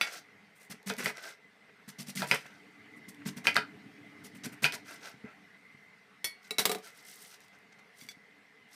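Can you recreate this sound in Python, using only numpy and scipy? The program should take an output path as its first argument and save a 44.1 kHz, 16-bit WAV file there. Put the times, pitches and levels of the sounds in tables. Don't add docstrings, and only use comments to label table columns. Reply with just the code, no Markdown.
import sys
import numpy as np
from scipy import signal
from scipy.fft import rfft, irfft, next_fast_len
from scipy.io import wavfile
from scipy.ndimage import uniform_filter1d, map_coordinates

SR = 44100
rng = np.random.default_rng(int(sys.argv[2]) if len(sys.argv) > 2 else 0)


def dump(signal):
    limited = np.clip(np.atleast_2d(signal).T, -1, 1)
    pcm = np.round(limited * 32767).astype(np.int16)
    wavfile.write(sys.argv[1], SR, pcm)


N = 385875
T = np.arange(SR // 4) / SR

# (time [s], level [dB])
HISS_LEVELS = [(0.0, -60), (1.41, -62), (2.6, -58.5), (3.6, -57.5), (4.5, -57), (6.09, -61), (7, -59.5),
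               (8.75, -62)]
DRONE_LEVELS = [(0.0, -69), (1.9, -74.5), (2.63, -60), (3.5, -52), (4.41, -55), (5.3, -63), (6.09, -75),
                (8.75, -70.5)]
# (frequency [Hz], level [dB])
HISS_COLOUR = [(15, 6.5), (65, -15.5), (130, -11), (200, -1.5), (340, -26.5), (420, -5.5), (570, -18.5),
               (700, -11), (960, -16.5), (2000, -10.5), (3000, -19.5), (5100, -25), (16000, -38)]
CRACKLE_COLOUR = [(1500, -31), (2800, -3), (4300, 0), (6000, 2.5), (8000, -6.5), (12000, -47)]
FIZZ_COLOUR = [(4000, -38), (7000, -4), (9000, -2), (13000, -6), (16000, -6.5)]
RIB_COLOUR = [(180, -39), (330, -3), (480, -4), (900, -9), (1500, -2), (2600, -3.5), (4500, -39),
              (8000, -50)]
OVERALL_COLOUR = [(3000, 1), (5500, -0.5), (7000, -4.5), (9000, -0.5), (10300, -5), (12000, 0),
                  (13200, -8.5), (15300, -4), (15700, -26.5)]
# (frequency [Hz], width [Hz], level [dB])
WHINE_PEAKS = [(2088, 140, 0)]
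DRONE_PEAKS = [(103.8, 12, -3.5), (148, 14, -4.5), (187.6, 25, -3.5), (217, 40, -4), (291.8, 11, 3.5),
               (421.3, 16, -7)]
TABLE_PEAKS = [(190.4, 21, 4.5), (432, 59, 2), (739, 38, 1), (1215, 35, -5.5)]
BOARD_HIGH_PEAKS = [(1397, 140, -0.5), (1644, 98, 5.5), (2025, 130, -6.5), (2455, 50, 7), (3066, 130, -0.5),
                    (3570, 200, -27.5), (4900, 610, -6)]
BOARD_HOLLOW_PEAKS = [(427, 30, 3), (619, 185, -2.5), (970, 45, 0.5)]
BOARD_SCRAPE_PEAKS = [(700, 350, -2.5), (1348, 77, 1.5), (1550, 150, 1)]
MIC_OPENING_PEAKS = [(2030, 67, 3.5)]
# (frequency [Hz], ring time [s])
ROOM_RING_TIMES = [(150, 0.19), (1500, 0.22), (5000, 0.19), (14000, 0.13)]
# (frequency [Hz], level [dB], ring time [s])
BOWL_TONES = [(2250, 5, 0.042), (3445, -2, 0.066), (4600, 4, 0.042), (5830, -1, 0.054), (6360, -8, 0.11),
              (7670, -4, .06)]
BOARD_TONES = [(110, -19, 0.099), (147.8, 4, 0.24), (197.9, 5, 0.16), (239.6, -3.5, 0.3), (309, -8, 0.015),
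               (426.3, -9.5, 0.45)]
# (frequency [Hz], ringing freely [dB], on table [dB], on board [dB], ring time [s])
STEEL_TONES = [(1393, -30, -13.5, -5.5, 0.057), (1912, -18, -25, -18, .24), (2235, -15, -13, -9, 0.25),
               (2640, -16, -7, -4.5, 0.05), (3410, -6, -18.5, -20.5, 0.074), (3466, -27.5, -42, -7.5, 0.15),
               (3917, -39, -2, -11, 0.1), (4339, -14.5, -24.5, -29.5, 0.27), (4520, -16, -28, -20, 0.16),
               (4760, -26.5, -16.5, -10.5, 0.1), (5460, -18.5, -7, -39, 0.037), (5400, -8, -28, -21, .1),
               (5950, -10.5, -25, -13, .11), (7079, -14, -13, -31, .09), (8350, -19, -23.5, -30.5, 0.17),
               (8800, -41, -26.5, -26.5, 0.14), (9180, -33, -30.5, -26.5, .11),
               (9600, -5.5, -26, -25, 0.068), (10050, -21, -16, -24, 0.13), (10860, -8, -20.5, -18, 0.15),
               (11960, -10.5, -35.5, -33, 0.1), (14020, -26, -22.5, -14, .07)]
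# (time [s], level [dB])
BOWL_TAPS = [(8.0123, -35.5), (8.088, -26)]
# (time [s], level [dB], ring offset [dB])
STEEL_TAPS = [(6.2439, -27.5, 2.5), (6.5923, -16, -19)]
# (time [s], level [dB], ring offset [dB], knock offset [dB])
BLADE_DROPS = [(6.5082, -30.5, 3, -9.5), (6.584, -21, 3, -11), (6.6144, -38.5, -4.5, 0),
               (6.6542, -11, -24, -14.5), (6.6946, -25.5, -4.5, -1.5), (6.7157, -19, -46, -14),
               (6.7486, -30.5, -11.5, -4), (6.7844, -44, -12, -1.5)]
# (time [s], level [dB], knock pitch [Hz], board offset [dB], blade offset [dB])
CHOPS = [(0.0122, -13, 2400, -30, -8.5), (0.9, -18.5, 1490, -10, -19.5), (1.059, -15, 2020, -14, -19),
         (2.174, -27, 2050, -42, -24), (2.22, -17, 1460, -10, -22), (2.313, -6.5, 2320, -18, -20),
         (3.47, -5, 2410, -21.5, -25), (3.566, -5.5, 1434, -20, -51), (4.643, -5, 2420, -23.5, -30),
         (4.743, -27, 1660, -12, -34)]
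# (loudest moment [s], length [s], rustle [dB], scrape offset [dB])
SWEEPS = [(0.055, 0.12, -48, 4), (0.149, 0.11, -47.5, -1.5), (1.176, 0.076, -57, 5.5),
          (1.262, 0.15, -50.5, 2.5), (2.347, 0.18, -54.5, -5), (2.49, 0.25, -67, 8), (4.91, 0.14, -52, 1),
          (5.06, 0.13, -52, 4.5), (5.282, 0.13, -77.5, 22.5), (6.457, 0.088, -62.5, -5),
          (6.862, 0.1, -53, -1), (6.983, 0.14, -60.5, -5), (7.098, 0.13, -55, -9.5),
          (7.222, 0.22, -58.5, -18.5), (7.332, 0.087, -58, -3.5), (7.427, .1, -67.5, -5),
          (7.542, 0.059, -68.5, 9.5), (7.727, 0.017, -64, 5), (7.794, 0.022, -65, 6.5),
          (8.016, .14, -59, -11), (8.111, 0.033, -55, -6.5), (8.76, .14, -60, -10)]
# (time [s], level [dB], pitch [Hz])
FIBRE_SNAPS = [(0.829, -43, 4510), (0.9377, -28, 4530), (0.9673, -32, 5250), (1.1715, -30.5, 4630),
               (2.0294, -35, 8000), (3.1461, -42, 4960), (3.545, -26, 4840), (4.7229, -21.5, 4500),
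               (2.153, -29, 6000), (7.405, -41, 5630), (7.4827, -43, 4500), (7.588, -54, 9000),
               (7.34, -47, 1900)]
# (time [s], thump [dB], push pitch [Hz], leaf crunch [dB])
BOARD_BUMPS = [(0.737, -45, 350, -51), (1.682, -64, 251, -56), (3.207, -72, 260, -55),
               (4.464, -33, 260, -58), (5.241, -32, 310, -63), (5.544, -70, 232, -58),
               (5.745, -52, 150, -74), (5.14, -48, 120, -74), (8.02, -50, 257, -66), (8.05, -53, 191, -63),
               (8.169, -57, 200, -64)]
# (time [s], crackle [dB], crunch offset [dB], thump [dB], length [s])
CUTS = [(0.552, -71, -4, -67, 0.036), (0.595, -66.5, 1, -81, 0.065), (0.697, -47.5, -1, -44.5, 0.033),
        (0.86, -41.5, -6.5, -44, 0.058), (0.976, -45, 3, -42.5, 0.055), (1.029, -44, 4.5, -47, 0.075),
        (1.876, -52.5, -1.5, -46.5, 0.031), (1.983, -48.5, -4.5, -43.5, 0.044),
        (2.062, -53, -8, -53.5, 0.03), (2.083, -45.5, -5.5, -42, 0.027), (2.152, -41, -11.5, -38.5, 0.053),
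        (2.189, -50.5, 5, -41.5, 0.07), (2.267, -50, -2.5, -55, 0.074), (2.336, -38.5, 7, -47, 0.0243),
        (2.455, -64, 14, -62, 0.016), (2.961, -71, 7, -54, 0.027), (3.081, -51, -12, -45.5, 0.025),
        (3.252, -44, -5, -34, 0.046), (3.362, -48.5, 0.5, -39, .03), (3.44, -44, 1, -52.5, 0.034),
        (3.552, -33.5, 5, -59, 0.013), (4.237, -52, -10, -49, 0.035), (4.344, -62.5, 6, -49, .035),
        (4.434, -40.5, -6.5, -41.5, 0.035), (4.516, -61, 5.5, -47.5, 0.032),
        (4.621, -38, 0.5, -37.5, 0.045), (4.724, -39.5, -3, -70, .032)]

RINGING_FREELY, ON_TABLE, ON_BOARD = 1, 2, 3


def amp(db):
    return np.exp(np.asarray(db) * np.log(10) / 20)


def unit(x):
    return x / np.sqrt(np.mean(x ** 2) + 1e-20)


def noise(samples=len(T)):
    return rng.standard_normal(samples)


def along(points, hz):
    f, v = np.transpose(points)
    return np.interp(np.log(hz + 1), np.log(f + 1), v)


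def loudness(rows):
    return amp(np.interp(np.arange(N) / SR, *np.transpose(rows)))


def wobble(rate):
    return map_coordinates(noise(int(N * rate / SR) + 4), [np.arange(N) * rate / SR])


def filtered(x, response):
    size = next_fast_len(len(x) + 8192)
    return irfft(rfft(x, size) * response(np.fft.rfftfreq(size, 1 / SR)), size)[:len(x)]


def resonant(peaks):
    return lambda f: sum((-1) ** k * amp(db) * 1j * f * width / (hz * hz - f * f + 1j * f * width)
                         for k, (hz, width, db) in enumerate(peaks))


def ring(tones, scatter_db, damping=1, rough=0):
    hz, db, ring_s = np.transpose(tones)[:, :, None]
    strength, phase = rng.standard_normal((2, len(tones), 1))
    drift = rng.standard_normal((len(tones), len(T) // 32 + 1)).cumsum(axis=1)
    wander = rough * np.repeat(drift, 32, axis=1)[:, :len(T)]
    fade = amp(db + scatter_db * strength - 60 * damping * T / ring_s)
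    return (fade * np.sin(2 * np.pi * hz * T + phase + wander)).sum(axis=0)


def add(track, s, sound):
    track[round(s * SR):][:len(sound)] += sound


def background_hiss():
    spectrum = signal.stft(noise(N), nperseg=512)[2]
    patches = uniform_filter1d(rng.standard_normal(spectrum.shape), size=3, axis=0)
    patches = uniform_filter1d(patches, size=9, axis=1)
    air = signal.istft(spectrum * amp(2.4 * unit(patches)), nperseg=512)[1][:N]
    hiss = unit(filtered(air, lambda hz: amp(along(HISS_COLOUR, hz))))
    waver = amp(-14 + 3 * wobble(12) + 4 * wobble(4))
    whine = unit(filtered(noise(N), lambda hz: resonant(WHINE_PEAKS)(hz) ** 2))
    return loudness(HISS_LEVELS) * amp(-0.5) * (hiss + waver * whine)


def drone():
    hum = unit(filtered(noise(N), lambda hz: resonant(DRONE_PEAKS)(hz) / (1 + (hz / 600) ** 4)))
    return loudness(DRONE_LEVELS) * amp(-2 + 2.4 * wobble(21)) * hum


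def kitchen_echo(x):
    out, step, delay_s = np.zeros(N + SR), SR // 4, 0.0036
    for start in range(0, N, step):
        hz, t, spectrum = signal.stft(noise(SR // 3), SR, nperseg=256)
        fade = amp(-60 * t / along(ROOM_RING_TIMES, hz)[:, None])
        tail = signal.istft(spectrum * fade, SR, nperseg=256)[1]
        echo = signal.fftconvolve(x[start:start + step], tail / np.linalg.norm(tail))
        add(out, start / SR + delay_s, echo)
    return out[:N]


def bowl_taps():
    out = np.zeros(N + SR)
    for s, db in BOWL_TAPS:
        steel = ring(BOWL_TONES, scatter_db=0.92)
        tick = amp(-3 - 60 * T / 0.051) * np.diff(noise(len(T) + 1))
        add(out, s, amp(db - 18) * (steel + tick))
    return out[:N]


def steel_ring(contact, damping):
    tones = [(tone[0], tone[contact], tone[4]) for tone in STEEL_TONES]
    return ring(tones, scatter_db=1, damping=damping, rough=0.12)


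def steel_clinks():
    out, pushes = np.zeros((2, N + SR))
    free_damping, table_damping, tap_knock_db = 0.97, 1.8, -35.5
    taps = [(*tap, tap_knock_db, RINGING_FREELY, free_damping) for tap in STEEL_TAPS]
    drops = [(*drop, ON_TABLE, table_damping) for drop in BLADE_DROPS]
    for s, db, ring_db, knock_db, contact, damping in taps + drops:
        steel = amp(ring_db) * steel_ring(contact, damping)
        clatter = noise() * (amp(-7.5 - 60 * T / 0.0021) + amp(-5 - 60 * damping * T / 0.096))
        add(out, s, amp(db) * (steel + clatter))
        add(pushes, s, amp(db + knock_db + 14 - 60 * T / 0.13) * noise())
    table = filtered(pushes[:N], lambda f: resonant(TABLE_PEAKS)(f) * 1j * f / (150 + 1j * f))
    return out[:N] + table


def board_thump(db, push_hz, damping):
    tones = [(hz, level - 12 * abs(np.log2(hz / push_hz)), ring_s) for hz, level, ring_s in BOARD_TONES]
    bend = ring(tones, scatter_db=2, damping=1.2 * damping, rough=0.07)
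    return amp(db + 6.5) * bend * (1 - np.exp(-T * damping / 0.012))


def leaf_sweeps():
    gains, from_top_s = np.zeros((3, N + 2 * SR)), np.arange(-SR // 4, SR // 4) / SR
    rise_share, fade_db, steepness = 0.46, 18, 2.4
    dulling = 0.46
    away = np.where(from_top_s < 0, -from_top_s / rise_share, from_top_s / (1 - rise_share))
    for s, length, db, scrape_db in SWEEPS:
        swell = amp(db - fade_db * (away / length) ** steepness)
        for track, extra_db in zip(gains, (0, scrape_db, -dulling * scrape_db)):
            add(track, s, amp(extra_db) * swell)
    return gains[:, SR // 4:SR // 4 + N]


def fibre_snaps():
    out, gather_s, crinkle_count = np.zeros(N + SR), (6.85, 7.45), 20
    crinkles = [(np.interp(when, [0, 1], gather_s), -58 - 4 * np.log(softness + 0.05),
                 5130 * 2 ** (0.92 * (pitch - 0.5)))
                for when, softness, pitch in rng.random((crinkle_count, 3))]
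    for s, db, hz in FIBRE_SNAPS + crinkles:
        click = noise(400) * amp(db - 5 - 60 * T[:400] / 0.0096)
        add(out, s, filtered(click, resonant([(hz, 0.82 * hz, 3)])))
    return out[:N]


def tiny_breaks(colour, spiky_db, flutter_db):
    breaks = noise(N) * amp(spiky_db * np.minimum(rng.exponential(1, N), 5) + flutter_db * wobble(220))
    return unit(filtered(breaks, lambda hz: amp(along(colour, hz))))


def jerk(length_s, rise_s=0.0078):
    return np.exp(-(T / length_s) ** 4.5) * (1 - np.exp(-T / rise_s))


def cabbage():
    crackle, crunch, fizz, thumps = np.zeros((4, N + SR))
    push_s, bump_s = 0.05, 0.011
    for s, db, crunch_db, thump_db, length in CUTS:
        shape = jerk(length)
        add(crackle, s, amp(db) * shape)
        add(crunch, s, amp(db + crunch_db) * shape)
        add(fizz, s, amp(-46.5 + 0.7 * (db + 49.5)) * shape)
        add(thumps, s, board_thump(thump_db, push_hz=209, damping=push_s / length))
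    for s, thump_db, hz, crunch_db in BOARD_BUMPS:
        add(crunch, s, amp(crunch_db) * jerk(2 * bump_s))
        add(thumps, s, board_thump(thump_db, hz, damping=push_s / bump_s))
    snaps = fibre_snaps()
    rustle, scrape, sweep_fizz = leaf_sweeps()
    rasp = unit(filtered(noise(N), lambda hz: resonant(BOARD_SCRAPE_PEAKS)(hz) ** 2))
    ribs = (crunch[:N] + amp(-5.5) * scrape) * tiny_breaks(RIB_COLOUR, spiky_db=2.5, flutter_db=4)
    cells = (crackle[:N] + amp(-0.5) * rustle) * tiny_breaks(CRACKLE_COLOUR, 2.4, 3.2)
    spray = (fizz[:N] + amp(-3) * sweep_fizz) * tiny_breaks(FIZZ_COLOUR, 2.0, 3.7)
    return cells + spray + ribs + amp(-4.5) * scrape * rasp + thumps[:N] + snaps


def chops():
    out, contact_s = np.zeros(N + SR), 0.00223
    settle = T / contact_s
    contact = amp(-4 * settle) * np.exp(-settle ** 6)
    for s, db, hz, board_db, blade_db in CHOPS:
        splinters = filtered(noise() * contact, resonant([(3980, 1360, -4)]))
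        knock = amp(-6.5) * contact * np.sin(2 * np.pi * hz * T * (1 + 0.066 * np.exp(-settle)))
        rattle = noise() * amp(-6.5 - 60 * T / 0.12) * (1 - np.exp(-T / 0.002))
        near_knock = resonant([(hz, 0.9 * hz, 1.5)])
        bright = filtered(rattle, lambda f: (resonant(BOARD_HIGH_PEAKS)(f) + amp(-12.5)) * near_knock(f))
        hollow = amp(board_db + 19) * filtered(rattle, resonant(BOARD_HOLLOW_PEAKS))
        crack_fade = amp(-60 * T / 0.004) + amp(-25.5 - 60 * T / 0.12)
        crack = amp(blade_db - 1.5) * crack_fade * np.diff(noise(len(T) + 1))
        steel = amp(blade_db) * steel_ring(ON_BOARD, damping=1.1)
        thump = board_thump(board_db - 10.5, push_hz=223, damping=2)
        add(out, s, amp(db) * (knock + splinters + bright + hollow + crack + steel + thump))
    return out[:N]


def scene():
    work = cabbage() + chops() + steel_clinks() + bowl_taps()
    return (work + amp(-10) * kitchen_echo(work) + background_hiss() + drone())[None]


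def record(dry):
    def response(hz, lowest_hz=85, highest_hz=16800):
        bass_cut = (1j * hz / (lowest_hz + 1j * hz)) ** 3
        opening = 1 + resonant(MIC_OPENING_PEAKS)(hz)
        return bass_cut * opening * amp(along(OVERALL_COLOUR, hz)) * (hz < highest_hz)
    return filtered(dry[0], response)[None]


dry = scene()
out = record(dry)
dump(out)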